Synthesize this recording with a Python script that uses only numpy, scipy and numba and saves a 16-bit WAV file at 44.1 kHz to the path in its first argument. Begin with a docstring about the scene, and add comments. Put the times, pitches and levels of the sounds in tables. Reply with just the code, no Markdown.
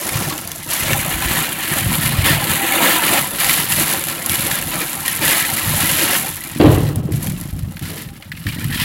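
"""The cabin of a moving car in heavy rain. Over background rain that swells and thins, sheets of drops hit,
hold and drain away: random blows tick on the windscreen, ring the glass modes and drum on the roof, among
single fat drops. Filtered noise blows rumble as rough road below; damped pushes thud in the cabin's low modes;
trim clacks. The car hits a puddle or pothole with a loud thump and a wash of water under the floor, made of
dense slaps; the rain thins out, then returns."""
import sys
import numpy as np
from scipy import signal
from scipy.fft import rfft, irfft
from scipy.io import wavfile
from scipy.ndimage import uniform_filter1d
from numba import njit

SR = 44100
rng = np.random.default_rng(int(sys.argv[2]) if len(sys.argv) > 2 else 0)


def generate_wav(signal):
    """Clip the signal to [-1, 1] and save it as 16-bit WAV at the path in sys.argv[1]."""
    frames = np.transpose(np.atleast_2d(signal))
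    scaled = np.clip(frames, -1, 1) * 32767
    pcm = np.round(scaled).astype(np.int16)
    wavfile.write(sys.argv[1], SR, pcm)


N = 389844

# Background rain between the sheets, swelling and thinning. Each row: time in seconds, then levels in dB
# before a small trim of fine spray, heavy drops on the glass and drumming on the roof.
BACKGROUND_RAIN = [(0.0, -25, -30, -30), (0.35, -28.5, -35, -32.5), (0.64, -32.5, -38.5, -40),
                   (0.86, -24, -23, -27.5), (1.85, -28.5, -27, -32.5), (2.5, -25, -22, -26),
                   (3.3, -24, -30, -32), (4.2, -26.5, -30.5, -31.5), (4.95, -25, -30.5, -33.5),
                   (5.65, -20.5, -22, -28.5), (6.21, -20.5, -29.5, -30.5), (6.4, -31, -34.5, -41.5),
                   (6.83, -40, -32.5, -34), (7.07, -55, -59, -52), (7.3, -49, -40, -46),
                   (7.65, -43, -48, -46.5), (8.21, -52.5, -48, -50.5), (8.65, -33, -33, -50)]
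# Spectra of spray ticks, struck glass and roof panel. Each row: frequency in Hz, relative level in dB per Hz.
SPRAY_SPECTRUM = [(1000, -27), (2000, -37.5), (3500, -10.5), (5400, -10), (7200, -4), (8600, -9.5),
                  (10000, -3.5), (11100, 1), (12000, -2.5), (13200, -6.5), (16000, -15.5)]
GLASS_SPECTRUM = [(500, -28.5), (1000, -9.5), (1450, -8.5), (1750, -3), (2400, -2.5), (2900, -4),
                  (3300, -4), (4300, -5), (5400, -5.5), (8000, -12)]
PANEL_SPECTRUM = [(90, -22.5), (170, 4.5), (250, 3), (330, 6), (400, -6), (550, -6.5), (780, -0.5),
                  (1000, 1), (1400, -1), (2500, -11.5)]


def rain():
    """Random impact noise: thicker rain brings more drops and more level; all surfaces share one flutter."""
    spray_db = rainfall(curve(BACKGROUND_RAIN, axis=1), axis=2)
    glass_db = rainfall(curve(BACKGROUND_RAIN, axis=2), axis=3)
    roof_db = rainfall(curve(BACKGROUND_RAIN, axis=3), axis=4)
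    thickness = undb(.45 * (spray_db + 23))  # multiplies the drop rates
    flutter_db = 0.72 * walk(35)

    ticks = shower(1200 * thickness, spread_db=7.5, t60=.003, tail_db=-12, tail_t60=.04, count=10)
    rings = shower(750 * thickness, spread_db=5.0, t60=0.0062, tail_db=3.5, tail_t60=0.075, count=8)
    notes = undb(-12.5) * patter(centre_hz=1902, octaves=.55, spread_db=2.5, t60=0.069)
    drums = shower(450 * thickness, spread_db=1, t60=0.022, tail_db=15, tail_t60=0.09, count=10)
    dents = undb(-13.5) * patter(centre_hz=624.3, octaves=0.514, spread_db=2.5, t60=0.084, count=600)

    spray = unit(colour(ticks, SPRAY_SPECTRUM))
    glass = unit(panes(colour(rings + notes, GLASS_SPECTRUM)))
    roof = unit(panes(colour(drums + dents, PANEL_SPECTRUM)))
    # the last term of each sum trims the balance
    spray_gain = undb(spray_db + flutter_db - 0.57)
    glass_gain = undb(glass_db + flutter_db + 1.04)
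    roof_gain = undb(roof_db + flutter_db + 1.76)
    return spray * spray_gain + glass * glass_gain + roof * roof_gain


# Sheets of rain. Each row: start in seconds, length in seconds, then levels in dB before a small trim
# of fine spray, heavy drops on the glass and drumming on the roof.
RAIN_SHEETS = [(0.05, .27, -34, -27.5, -28.5), (0.678, .13, -20.5, -22, -30.5),
               (0.845, 0.088, -23.5, -24.5, -26.5), (1.049, 0.023, -28.5, -35, -42),
               (1.2, 0.26, -28.5, -22, -30), (1.569, 0.25, -27.5, -25, -50),
               (1.69, 0.082, -19.5, -23.5, -25.5), (1.9, .063, -20.5, -23, -29.5),
               (2.0, 0.07, -21.5, -22.5, -42), (2.228, 0.079, -22, -14.5, -21),
               (2.477, 0.067, -22.5, -21.5, -35), (2.595, 0.082, -23.5, -21.5, -26),
               (2.7, .27, -21, -16, -21), (2.8, 0.033, -24.5, -14, -15.5), (2.991, .19, -19, -17, -21.5),
               (3.37, 0.12, -18, -20.5, -29.5), (3.47, .13, -18, -18, -27), (3.68, 0.046, -14, -21, -40),
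               (3.76, 0.037, -14.5, -19.5, -22.5), (3.845, 0.1, -21.5, -23, -27),
               (4.055, 0.044, -23.5, -24.5, -34), (4.278, .08, -19, -21.5, -35),
               (4.39, 0.076, -20.5, -23, -30.5), (4.495, 0.076, -21, -22.5, -31.5),
               (4.704, 0.12, -29, -25, -28.5), (5.034, .065, -23.5, -21.5, -53),
               (5.205, 0.12, -16.5, -15.5, -23), (5.357, 0.087, -20.5, -19, -34),
               (5.72, 0.23, -19.5, -21.5, -33), (5.95, 0.21, -23.5, -20.5, -26.5),
               (6.68, 0.062, -26.5, -30, -26), (7.105, 0.043, -30.5, -36, -53),
               (7.19, 0.067, -25.5, -38, -36.5), (7.35, 0.065, -33, -39, -50),
               (7.79, 0.096, -34.5, -31.5, -44), (7.92, 0.1, -33, -35.5, -48), (8.37, 0.029, -42, -42, -59),
               (8.45, .094, -38, -28.5, -58), (8.59, 0.084, -43, -36, -40), (8.68, 0.12, -35, -24.5, -51),
               (8.78, 0.068, -32, -20, -42)]


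def rainfall(background_db, axis):
    """Incoherent addition: the power of the sheets adds to the background rain, giving one surface's dB."""
    # the rise share is the part of its length that a sheet adds to its attack
    sheets = swells(RAIN_SHEETS, attack_s=.025, t60=0.41, axis=axis, rise_share=0.11)
    return 10 * np.log10(undb(background_db) ** 2 + sheets)


# Bending modes of windscreen and roof. Each row: frequency in Hz, width in Hz, gain in dB over the plain hit.
BENDING_MODES = [(543, 60, 2), (788, 18, -1), (993, 21, -5), (1320, 53, -9), (1710, 54, -9.5),
                 (1832, 22, -10), (1980, 79, -19.5), (2325, 43, -9), (2860, 180, -9.5)]


def panes(x):
    """Modal resonance: glass and sheet metal ring on at their bending modes."""
    ringing = 0
    for hz, width, db in BENDING_MODES:
        ringing = ringing + undb(db) * band(x, np.full(N, float(hz)), float(width))
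    return x + ringing


# Single big drops. Each row: start in seconds, relative tick level in dB, relative glass ring level in dB,
# pitch of the ring in Hz.
BIG_DROPS = [(0.091, -7, -10, 2200), (0.379, -9, -22, 2850), (0.4753, -9, -38, 2980),
             (0.5168, -9, -18.5, 3400), (0.7342, -6, -19, 2690), (0.932, -10, -2, 1770),
             (1.7876, -9, -14, 1770), (1.9285, -3, -16, 2340), (2.4413, -3, -19, 2400),
             (2.722, -3, -4, 2200), (3.4024, 0, -28, 2240), (3.4446, -10, -4, 1990),
             (3.4946, -16, -1, 1990), (3.7234, -7, -4, 2730), (4.039, -2, -36, 3960), (4.261, 0, -23, 2270),
             (4.2956, 0, -9, 3420), (4.513, -19, -7, 1760), (4.6246, -8, -15, 1700), (5.0802, 1, -7, 1860),
             (5.279, -7, -3, 1710), (6.8887, -15, -23, 1980), (6.9584, -10, -41, 1010),
             (7.1214, -15, -25, 2050), (7.2702, -11, -16, 3220), (7.592, -16.5, -63, 1040),
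             (7.7937, -18, -25, 3500), (8.374, -28, -24.5, 2120), (8.643, -10, -23, 1830)]


def big_drops():
    """Impact excitation: fat drops crack on the windscreen and ring the glass."""
    ticks, rings = np.zeros(N), np.zeros(N)
    for s, tick_db, ring_db, hz in BIG_DROPS:
        tick = impact(t60=.01, tail_db=-14, tail_t60=.05)
        ring = impact(t60=.018, tail_db=-9, tail_t60=.06) + .3 * plink(hz, t60=.035)
        add(ticks, s, undb(tick_db + 17.5) * tick)
        add(rings, s, undb(ring_db + 23.5) * ring)
    return colour(ticks, SPRAY_SPECTRUM) + panes(colour(rings, GLASS_SPECTRUM))


# Hollow in the hiss, shifting as the microphone moves.
# Each row: time in seconds, centre in Hz, depth from 0 to 1.
MOVING_HOLLOW = [(0, 4430, 0.24), (.6, 4630, 0), (1.0, 5100, 0.68), (2.2, 5840, 0.63), (2.7, 5220, 0.84),
                 (3.5, 5940, 0.5), (5.0, 5640, 0.52), (6.3, 5600, 0.44), (7.5, 6060, 0.3),
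                 (8.84, 6250, 0.64)]


def hollowed(x):
    """Interference: near the glass, direct and reflected hiss partly cancel in one band."""
    depth = np.clip(curve(MOVING_HOLLOW, axis=2), 0, 1)
    return x - depth * band(x, curve(MOVING_HOLLOW, axis=1), 4000.0)


# Low thuds and knocks in the cabin: road jolts, the big hit, a wiper thunk.
# Each row: start in seconds, peak level in dB, frequency of the push in Hz.
CABIN_THUDS = [(0.153, -12, 113), (0.924, -12, 128), (1.141, -21, 58), (1.25, -18, 56.5),
               (1.864, -12.5, 85), (1.884, -13, 199), (2.056, -11, 136), (2.184, -6, 84), (5.664, -15, 104),
               (6.56, -13, 228), (6.6006, -1.5, 294), (6.624, -0.5, 292), (6.643, -3.5, 87),
               (6.664, 0, 164), (6.692, -1.5, 126), (6.715, -6.5, 142), (6.736, -6, 92.5),
               (6.771, -10, 101), (6.849, -10.5, 130), (6.893, -19, 480), (6.968, -10, 110),
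               (7.088, -16, 397), (7.118, -15, 97.5), (7.527, -13, 75.4), (7.628, -11, 92),
               (8.464, -16, 93), (8.65, -8.5, 140)]


def cabin_thuds(size=16384):
    """Forced response: each thud or knock is a short damped push that sets the cabin booming."""
    t = np.arange(size) / SR
    out, cabin = np.zeros(N), boom()
    for s, db, hz in CABIN_THUDS:
        push = np.sin(2 * np.pi * hz * t) * hz * t * np.exp(-hz * t / 0.44)
        thud = signal.fftconvolve(push, cabin)[:size]
        add(out, s, undb(db) * thud / np.abs(thud).max())
    return out


# Low modes of body and cabin air. Each row: frequency in Hz, relative level in dB, 60 dB decay time in seconds.
CABIN_MODES = [(52, -2, 0.27), (63, 2.5, 0.31), (90.3, 4, 0.22), (109.5, 10.5, 0.16), (142.5, 12.5, 0.17),
               (173, 1, 0.14), (236.3, 9, 0.17), (300, 9.5, 0.21), (344.5, 2, 0.49), (556, -10, .1)]


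def boom(size=16384):
    """Impulse response by modal sum: the low modes of the body and cabin air, struck once."""
    t = np.arange(size) / SR
    return sum(undb(db) * fade(t, t60) * np.cos(2 * np.pi * hz * t) for hz, db, t60 in CABIN_MODES)


# Splashes under the floor, and soft low knocks after them, perhaps of the wipers.
# Each row: start in seconds, length in seconds, level in dB.
SPLASHES_AND_KNOCKS = [(6.598, 0.015, -8.5), (6.655, 0.021, -12.5), (6.885, 0.013, -31.5),
                       (7.0, 0.026, -34), (7.07, 0.035, -33), (7.89, 0.057, -35.5)]
# Spectrum of the splashes and soft knocks. Each row: frequency in Hz, relative level in dB per Hz.
WASH_SPECTRUM = [(100, -21.5), (300, 7.5), (420, -1.5), (580, -5.5), (800, -11.5), (1100, -10),
                 (1500, -20.5), (2500, -22), (4000, -27.5), (6000, -52)]


def splashes_and_knocks():
    """Dense random impacts: water batters the floor pan and drains away; soft low knocks share the noise."""
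    slaps = shower(1500, spread_db=3, t60=.015, tail_db=-10, tail_t60=.06, count=4)
    power = swells(SPLASHES_AND_KNOCKS, attack_s=0.0024, t60=0.64)
    return unit(colour(slaps, WASH_SPECTRUM)) * np.sqrt(power)


# Hard clacks of wiper arms and trim. Each row: start in seconds, relative level in dB.
TRIM_CLACKS = [(6.601, -14), (6.612, -8.5), (6.619, -25), (7.769, -18.5), (8.224, -21), (8.318, -14),
               (8.322, -16.5), (8.467, -11)]


def clacks():
    """Solid impact: wiper arms and loose trim knock, hardest when the car hits the hole."""
    out = np.zeros(N)
    for s, db in TRIM_CLACKS:
        knock = impact(t60=.025, tail_db=-17, tail_t60=.12)
        add(out, s, undb(db + 22.5) * knock)
    # spectrum: Hz, relative dB per Hz
    return colour(out, [(500, -41), (1200, -7), (1900, 4.0), (3000, -5), (4500, -6.5), (6000, -21), (14000, -19)])


# Rough stretches of road. 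Each row: start in seconds, length in seconds, rumble level in dB.
ROUGH_STRETCHES = [(.1, .22, -29), (.82, 0.51, -25.5), (1.71, 0.2, -27), (1.84, 0.49, -24),
                   (2.3, 0.25, -25), (3.07, 0.1, -32), (3.45, 0.37, -31.5), (4.29, .48, -29),
                   (5.19, 0.11, -31.5), (5.63, 0.25, -22.5), (5.85, 0.52, -39), (6.595, .3, -19),
                   (6.95, 0.19, -21), (7.13, 0.27, -23.5), (7.4, 0.45, -26.5), (7.85, .28, -34.5),
                   (8.45, 0.54, -25)]
# Spectrum of the tyre rumble. Each row: frequency in Hz, relative level in dB per Hz.
RUMBLE_SPECTRUM = [(20, -24), (32, -26), (45, -2.5), (63, -12.5), (88, 2.5), (118, -3), (155, 1),
                   (200, -8.5), (310, -14), (400, -26.5), (800, -34), (2000, -46)]


def road():
    """Random excitation: tyres patter on tarmac, heard straight through and as boom in the cabin."""
    smooth_road_db = -36.5
    blows = shower(130, spread_db=4, t60=0.064, tail_db=-19.5, tail_t60=0.15, count=6)
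    bumps = colour(blows, RUMBLE_SPECTRUM)
    booming = signal.oaconvolve(bumps, boom())[:N]
    rumble = unit(unit(bumps) + undb(-16.0) * unit(booming))
    power = undb(smooth_road_db) ** 2 + swells(ROUGH_STRETCHES, attack_s=0.0095, t60=0.5)
    return rumble * np.sqrt(power)


def shower(rate, spread_db, t60, tail_db, tail_t60, count=8):
    """Shot noise: blows of random size land at random (rate per second) on several spots with own rings."""
    lands = rng.random(N) < rate / SR
    sizes = undb(spread_db * np.clip(rng.standard_normal(N), -2, 2))
    pulses = lands * sizes / np.sqrt(rate)  # a denser shower keeps the same average power
    spot = rng.integers(count, size=N)
    out = np.zeros(N)
    for k in range(count):
        out += signal.oaconvolve(pulses * (spot == k), impact(t60, tail_db, tail_t60))[:N]
    return unit(out)


def patter(centre_hz, octaves, spread_db, t60, count=1400):
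    """Modal excitation: each heavy drop wakes one note of a pane or panel, its pitch drawn at random."""
    out = np.zeros(N)
    starts = rng.random(count) * N / SR
    chances = np.clip(rng.standard_normal((count, 2)), -2, 2)
    for s, (pitch, size) in zip(starts, chances):
        note = plink(centre_hz * 2 ** (octaves * pitch), t60)
        add(out, s, undb(spread_db * size) * note)
    return unit(out)


def impact(t60, tail_db, tail_t60, size=4096):
    """Decaying noise burst of unit energy: a short crack and a tail of splatter and cabin echoes."""
    t = np.arange(size) / SR
    envelope = fade(t, t60) + undb(tail_db) * fade(t, tail_t60)
    hit = rng.standard_normal(size) * envelope
    return hit / np.sqrt(np.sum(hit ** 2))


def plink(hz, t60, size=4096):
    """Damped oscillation: a decaying sine of unit energy."""
    t = np.arange(size) / SR
    tone = np.sin(2 * np.pi * hz * t) * fade(t, t60)
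    return tone / np.sqrt(np.sum(tone ** 2))


def swells(rows, attack_s, t60, axis=2, rise_share=0):
    """Power summation of events that rise, hold and die away; a rise share slows the rise of long ones."""
    t, power = np.arange(2 * SR) / SR, np.zeros(N)
    for row in rows:
        start_s, length_s = row[0], row[1]
        rise = np.minimum(t / (attack_s + rise_share * length_s), 1)
        decay = fade(np.maximum(t - length_s, 0), t60)
        add(power, start_s, (undb(row[axis]) * rise * decay) ** 2)
    return power


@njit
def band(x, hz, width):
    """State-variable resonance: a band-pass with a moving centre, gain one at the peak."""
    y, b, low = np.empty(len(x)), 0., 0.
    for i in range(len(x)):
        g, k = np.tan(np.pi * hz[i] / SR), width / hz[i]
        v = (b + g * (x[i] - low)) / (1 + g * (g + k))
        b, low, y[i] = 2 * v - b, low + 2 * g * v, k * v
    return y


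def colour(x, points, size=4096):
    """Minimum-phase filtering: a causal filter with the given spectrum, built by folding its cepstrum."""
    hz, db = np.transpose(points)
    bins_hz = np.arange(size // 2 + 1) * SR / size
    log_gain = np.log(undb(np.interp(np.log(bins_hz + 1), np.log(hz), db)))
    cepstrum = irfft(log_gain)
    cepstrum[1:size // 2] *= 2
    cepstrum[size // 2 + 1:] = 0
    response = irfft(np.exp(rfft(cepstrum)))
    return signal.fftconvolve(x, response)[:len(x)]


def fade(t, t60):
    """Exponential decay: 60 dB down after t60 seconds."""
    return np.exp(-np.log(1000) * t / t60)


def walk(rate):
    """Low-pass randomness: smoothed chance steps, rate per second, with an rms of one."""
    k = int(SR / rate)
    steps = np.repeat(rng.standard_normal(N // k + 1), k)
    return unit(uniform_filter1d(steps, k)[:N])


def curve(rows, axis=1):
    """Linear interpolation: one column of a table, joined by straight lines in time."""
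    rows = np.asarray(rows)
    return np.interp(np.arange(N) / SR, rows[:, 0], rows[:, axis])


def undb(db):
    """Logarithmic level: decibels to amplitude gain."""
    return 10 ** (np.asarray(db) / 20)


def unit(x):
    """Normalisation: scale to an rms of one."""
    return x / np.sqrt(np.mean(x ** 2))


def add(out, s, sound):
    """Superposition: mix a sound in at a time in seconds."""
    i = max(int(s * SR), 0)
    out[i:i + len(sound)] += sound[:max(N - i, 0)]


def scene():
    """Superposition of everything that reaches the microphone in the cabin."""
    water_on_panes = hollowed(rain() + big_drops())
    mix = water_on_panes + cabin_thuds() + splashes_and_knocks() + clacks() + road()
    return mix[None]


def record(dry):
    """Saturation and band limiting: the microphone rounds off the loudest peaks; the top is cut."""
    top_hz = 15800
    rounded = dry / (1 + dry ** 4) ** (1 / 4)
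    low_pass = signal.ellip(10, .2, 80, top_hz, fs=SR, output="sos")
    return signal.sosfilt(low_pass, rounded)


dry = scene()
out = record(dry)
generate_wav(out)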